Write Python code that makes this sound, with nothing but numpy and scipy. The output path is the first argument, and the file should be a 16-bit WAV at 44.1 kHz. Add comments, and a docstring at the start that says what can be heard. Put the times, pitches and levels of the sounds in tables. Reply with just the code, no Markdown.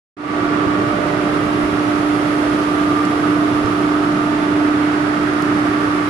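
"""Workshop machine with a singing fan

A machine runs steadily in a hard-walled workshop while a hand-held microphone moves round a dismantled
pump. The fan blades sing one strong tone, fluttered by the turning shaft, with thin motor whines over a
broad roar of air. Echoes form loud and quiet spots in the room (standing waves), so tones and roar swell
and fade as the microphone moves. The sound fades in; soft bumps, two faint ticks and a click join it."""
import sys
import numpy as np
from scipy import signal
from scipy.fft import rfft, irfft, next_fast_len
from scipy.io import wavfile
from scipy.ndimage import map_coordinates

SR = 44100
rng = np.random.default_rng(int(sys.argv[2]) if len(sys.argv) > 2 else 0)


def unload_wav(signal):
    """Save mono or channel-first audio to the path in sys.argv[1] as 16-bit WAV at rate SR, clipped to [-1, 1]."""
    wavfile.write(
        sys.argv[1],
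        SR,
        np.round(np.clip(np.atleast_2d(signal).T, -1, 1) * 32767).astype(np.int16),
    )


N = 268569
TIME = np.arange(N) / SR

# how alike left and right sound (1 the same, 0 unrelated, -1 opposite): pitch_hz, likeness
EAR_LIKENESS = [(30, -0.3), (60, 1), (130, 0.87), (300, 1), (580, 0.51), (1240, -0.23), (2600, 0.05),
                (6000, -0.011)]


def from_db(db):
    """Turn decibels into a gain to multiply by."""
    return 10 ** (np.asarray(db) / 20)


def in_time(rows):
    """Join a table's timed points with straight lines, giving one curve per value column."""
    times, *columns = np.transpose(rows)
    return [np.interp(TIME, times, column) for column in columns]


def at_hz(points, hz):
    """Read a table between its pitches, with every octave equally wide."""
    pitches, values = np.transpose(points)
    return np.interp(np.log(hz), np.log(pitches), values)


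def pan(balance_db):
    """Left and right gains that keep the total power; a positive balance leans left."""
    gains = from_db(np.array([[.5], [-.5]]) * balance_db)
    return gains / np.sqrt(np.mean(gains ** 2, axis=0))


def drift(rate):
    """A smooth random wobble of size about 1, with `rate` new values a second."""
    points = rng.standard_normal(2048)
    coarse_s = TIME[::64]
    return np.interp(TIME, coarse_s, map_coordinates(points, [coarse_s * rate], mode="wrap"))


def bell(x, centre, half_width):
    """A smooth hump of height 1."""
    return np.exp(-((x - centre) / half_width) ** 2)


def room_tone(hz, echo, rate):
    """A pure tone plus its wall echoes, whose sum shifts as the microphone moves."""
    shared = drift(rate) + 1j * drift(rate)   # complex numbers hold both strength and phase
    per_side = np.array([drift(rate) + 1j * drift(rate) for _ in range(2)])
    alike = np.clip(at_hz(EAR_LIKENESS, hz), 0, 1)
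    reflections = (np.sqrt(alike) * shared + np.sqrt(1 - alike) * per_side) / np.sqrt(2)
    side_phase = (1 - alike) * np.pi / 4 * rng.choice([-1, 1]) * np.array([[1], [-1]])
    combined = (np.exp(1j * side_phase) + echo * reflections) / np.sqrt(1 + echo ** 2)
    return np.sqrt(2) * np.real(combined * np.exp(2j * np.pi * (hz * TIME + rng.random())))


def fan_tones(blade_hz=297.8, shaft_hz=31.0, throb=0.28, blade_trim_db=-0.42, overtone_trim_db=0.35):
    """Passing blades make a tone and overtones; the shaft adds a throb each turn, and side tones."""
    # the blade tone along the microphone's path: time_s, level_db (before trim), balance_db
    blade_path = [(0.45, -20.5, -5), (0.73, -19, -4.1), (1.0, -21, -3.4), (1.12, -21, -4.5),
                  (1.28, -17.5, -4), (1.45, -20, -4.2), (1.9, -18.5, -5), (2.1, -17.6, -4.2),
                  (2.25, -18.5, -4), (2.67, -17.5, -2.5), (2.95, -17, -2.5), (3.17, -19, -2.5),
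                  (3.33, -15.5, -3.5), (3.6, -19, -3.5), (3.93, -17, -3), (4.28, -19, -2.7),
                  (4.45, -17, -3), (5.3, -19, -3), (5.5, -17, -3), (6.0, -18.5, -2.5)]
    # tones at 2, 3, 4 and 5 times the blade pitch along that path: time_s, level_db (before trim)
    second = [(0.45, -37), (0.66, -39), (0.8, -27), (1.02, -28.5), (1.42, -30.5), (1.72, -38.5),
              (2.15, -30), (2.38, -40), (2.65, -44), (3.7, -42), (4.45, -36.5), (5.0, -38.5), (6.0, -40)]
    third = [(0.4, -40), (1.4, -53), (1.95, -39.5), (2.5, -35.5), (3.05, -50), (3.9, -38), (5.0, -41),
             (5.9, -42)]
    fourth = [(0.35, -42), (0.7, -31), (1.0, -34), (2.15, -48), (2.55, -33.5), (3.2, -31), (4.35, -36),
              (4.75, -39), (5.0, -33), (5.4, -39), (5.9, -37)]
    fifth = [(0.6, -42), (1.1, -37), (1.9, -54), (2.15, -41), (3.2, -39), (4.7, -38), (5.9, -40)]
    # side tones from the shaft: blade_multiple, shaft_multiple, level_db, balance_db
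    side_tones = [(1, 2, -39, -7), (1, 3, -42.5, -4.5)]
    # the side tone just above twice the blade pitch: time_s, level_db (before trim)
    high_side_path = [(0.7, -47), (1.0, -41), (1.6, -67), (2.4, -48), (2.8, -34), (3.05, -45),
                      (3.75, -34.5), (4.8, -38), (5.7, -47)]

    blade_db, blade_balance_db = in_time(blade_path)
    level = from_db(blade_db + blade_trim_db + 0.5 * drift(10))
    shaft_turns = shaft_hz * TIME + 0.013 * drift(3.05)
    flutter = 1 + throb * np.sin(2 * np.pi * shaft_turns)
    out = level * flutter * pan(blade_balance_db) * room_tone(blade_hz, echo=0.092, rate=9)
    overtone_trim = from_db(overtone_trim_db)
    for multiple, path, balance_db, echo in [(2, second, -8, 0.27), (3, third, -25, 0.65),
                                             (4, fourth, -9, 0.29), (5, fifth, -18, 0.54)]:
        level = overtone_trim * from_db(in_time(path))
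        out += level * pan(balance_db) * room_tone(multiple * blade_hz, echo, rate=3.32)
    for blade_multiple, shaft_multiple, level_db, balance_db in side_tones:
        hz = blade_multiple * blade_hz + shaft_multiple * shaft_hz
        out += from_db(level_db) * pan(balance_db) * room_tone(hz, echo=0.32, rate=2.7)
    level = overtone_trim * from_db(in_time(high_side_path))
    return out + level * pan(-1) * room_tone(2 * (blade_hz + shaft_hz), echo=0.24, rate=3.5)


def motor_whine(thin_trim_db=-0.5):
    """The motor makes two clear whines, and thinner tones that waver with their wall echoes."""
    # the two clear whines along the microphone's path: time_s, level_db
    lower_path = [(0.4, -47), (1.0, -37), (1.3, -47), (1.55, -35), (1.95, -34), (2.3, -39.5), (3.5, -49)]
    upper_path = [(0.35, -29), (0.8, -27), (1.1, -42), (1.6, -30), (2.1, -36), (2.6, -37), (3.8, -33),
                  (5.05, -37.5), (5.35, -43), (5.8, -30)]
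    # a low hum and thin whines: pitch_hz, level_db (before trim), balance_db
    thin_tones = [(77.3, -48.5, -2), (795.0, -45.5, -7), (1064.6, -46, -11), (1089.3, -45, -1),
                  (1114.2, -43, -6), (1125.3, -44, -5), (1175.6, -42.5, -9), (1217.1, -37, -11),
                  (1266.9, -43, 1), (1299.5, -42.5, -4), (1343.0, -44, -4), (1395.0, -47, -5),
                  (1420.3, -47, -5), (1458.0, -46, -10), (2779.3, -50.5, -9), (3474.3, -53, -7)]

    out = from_db(in_time(lower_path)) * pan(-2) * room_tone(hz=701.3, echo=0.51, rate=5.8)
    out += from_db(in_time(upper_path)) * pan(-1) * room_tone(hz=1150.4, echo=0.25, rate=5.18)
    for hz, level_db, balance_db in thin_tones:
        out += from_db(level_db + thin_trim_db) * pan(balance_db) * room_tone(hz, echo=0.9, rate=4.03)
    return out


def ring_boost(resonances, hz):
    """The boost in decibels near the pitches at which something likes to ring."""
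    return sum(db / (1 + (2 * (hz - centre) / width) ** 2) for centre, width, db in resonances)


def air_roar(motor_hz=24.8, throb=0.024, ripple_db=1.25, ripple_hz=14, hiss_stretch=2.2):
    """Swirling air roars through the housing: alike on both sides in the bass, spread out up high."""
    # the roar's basic shape, before any boosts: pitch_hz, level_db
    roar_shape = [(25, -65), (40, -62), (55, -58), (90, -56.5), (110, -52.5), (145, -51.5), (175, -53),
                  (215, -53), (260, -53), (520, -61), (850, -59.5), (1000, -58.5), (1900, -59.5),
                  (3800, -73), (5500, -77), (6300, -81.5), (9500, -87), (11500, -92), (12550, -100),
                  (13100, -118), (14000, -150)]
    # where the housing and the room ring: pitch_hz, width_hz, boost_db
    housing_rings = [(106, 17, 4), (174.4, 22.5, 4.5), (384.6, 137, 9.5), (668, 182, 7), (919, 17, 6),
                     (1176, 47, 7), (1301, 173, 8.5), (1424, 57, 2), (3310, 430, 0.75)]
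    # where the microphone's right opening rings: pitch_hz, width_hz, boost_db
    right_ring = [(10700, 1560, 9.5)]
    # how the roar leans left or right: pitch_hz, balance_db
    roar_balance = [(60, -4), (350, -3), (630, -6.5), (2000, -6), (3600, -2.5), (5400, -6), (6100, -3),
                    (9000, -9), (10500, -9.5), (12500, -2)]
    # the treble's rise and fall (only its swing is used, times hiss_stretch): time_s, level_db
    hiss_path = [(0.55, -51), (2.37, -49.5), (4.36, -50.5), (5.9, -50)]
    # swells and dips in the standing waves: pitch_hz, width_hz, middle_s, half_length_s, boost_db
    room_swells = [(100, 120, 0.26, 0.26, -4), (75, 70, 5.5, 0.43, -3), (91, 57, 4.15, 0.26, -13),
                   (70, 59, 2.2, 0.35, 2), (175, 55, 1.08, 0.34, 2.5), (159, 50, 2.35, 0.31, 1),
                   (186, 87, 4.85, 0.22, -2.5), (446, 49, 3.1, 0.26, 5), (450, 160, 4.1, 0.3, -2),
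                   (550, 290, 1.25, 0.92, 2.5), (570, 140, 2.53, 0.17, 5.5), (620, 280, 6.1, 0.52, -1.5),
                   (1270, 750, 0.54, 0.24, 1.5), (1260, 320, 2.33, 0.24, -1), (1190, 70, 2.84, 0.25, 9.5),
                   (1280, 280, 4, 0.32, 2.3), (1274, 310, 4.45, 0.25, -2), (1710, 730, 5.47, 0.81, 2.5),
                   (2200, 710, 3.9, 0.78, -2), (3280, 800, 2.7, 0.45, 1.5), (10700, 2300, 0.46, 0.6, -3),
                   (11000, 2400, 5, 0.88, -2)]

    size = next_fast_len(N)
    hz = np.maximum(np.arange(size // 2 + 1) * SR / size, 1)
    shared, opposed = rfft(rng.standard_normal((2, size))) * np.sqrt(SR / 4)
    alike = np.clip(at_hz(EAR_LIKENESS, hz), -1, 1)
    air = np.sqrt(1 + alike) * shared + np.sqrt(1 - alike) * opposed * [[1], [-1]]
    # the room's many resonances leave small peaks and dips
    ripple = ripple_db * map_coordinates(rng.standard_normal(4096), [hz / ripple_hz], mode="wrap")
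    colour_db = at_hz(roar_shape, hz) + ring_boost(housing_rings, hz) + ripple
    right_db = ring_boost(right_ring, hz) * [[0], [1]]
    air *= from_db(colour_db + right_db) * pan(at_hz(roar_balance, hz))

    low = 1 / (1 + (hz / 300) ** 4)
    high = 1 / (1 + (4500 / hz) ** 4)
    rumble, body, hiss = (irfft(air * share, size)[:, :N] for share in (low, 1 - low - high, high))
    rumble *= from_db(-0.95 + drift(2.36))
    body *= from_db(0.03) * (1 + throb * np.sin(2 * np.pi * motor_hz * TIME))   # one push per motor turn
    treble_db, = in_time(hiss_path)
    hiss *= from_db(-0.7 + hiss_stretch * (treble_db - treble_db.mean()))
    flutter = from_db(0.3 * drift(35))
    out = rumble + (body + hiss) * flutter
    for pitch_hz, width_hz, middle_s, half_length_s, boost_db in room_swells:
        band = irfft(air * bell(hz, pitch_hz, width_hz / 2), size)[:, :N]
        out += band * (from_db(boost_db * bell(TIME, middle_s, half_length_s)) - 1)
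    return out


def bumps():
    """Dull knocks: low vibrations that die away within a few cycles."""
    # soft bumps nearby: start_s, level_db, pitch_hz, balance_db, ring_cycles
    knocks = [(0.669, -14, 116, 17, 0.9), (1.635, -27, 58.57, -6, 1.9), (3.644, -18, 103, -11, 2.1)]

    out = np.zeros((2, N))
    for start_s, level_db, pitch_hz, balance_db, ring_cycles in knocks:
        cycles = pitch_hz * np.maximum(TIME - start_s, 0)
        knock = np.sin(2 * np.pi * cycles) * np.exp(-cycles / ring_cycles)
        out += from_db(level_db) * pan(balance_db) * knock
    return out


def ticks(rattle_s=0.0034, band_hz=(3900, 7500)):
    """Two faint ticks with a brief rattle, then one sharp, bright click."""
    # two ticks and a click: start_s, level_db (before filtering), balance_db, rattle_db, top_hz
    clicks = [(3.0515, -28, 1, -9, 11000), (3.6597, -25, -10, -14, 7530), (5.4232, -19, -3, -36, 16000)]

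    out = np.zeros((2, N))
    for start_s, level_db, balance_db, rattle_db, top_hz in clicks:
        spike = signal.unit_impulse(N, round(start_s * SR))
        decay = (TIME > start_s) * np.exp(-np.abs(TIME - start_s) / rattle_s)
        rattle = from_db(rattle_db) * decay * rng.standard_normal((2, N))
        soften = signal.butter(6, top_hz, fs=SR, output="sos")
        out += from_db(level_db) * pan(balance_db) * signal.sosfilt(soften, spike + rattle + 1e-18)
    b, a = signal.butter(1, band_hz, "band", fs=SR)
    return signal.lfilter(b / b[0], a, out)   # scaled so a sharp spike keeps its height


def scene():
    """The machine, with the small bumps, ticks and click."""
    return fan_tones() + motor_whine() + air_roar() + bumps() + ticks()


def record(dry, cutoff_hz=16200):
    """The sound fades in and the highest treble is cut."""
    # the rise from silence: time_s, gain
    fade_in = [(0.166, 0), (0.171, 0.13), (0.39, 1)]

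    gain, = in_time(fade_in)
    treble_cut = signal.ellip(8, .2, 70, cutoff_hz, fs=SR, output="sos")
    return signal.sosfilt(treble_cut, dry * gain)


dry = scene()
out = record(dry)
unload_wav(out)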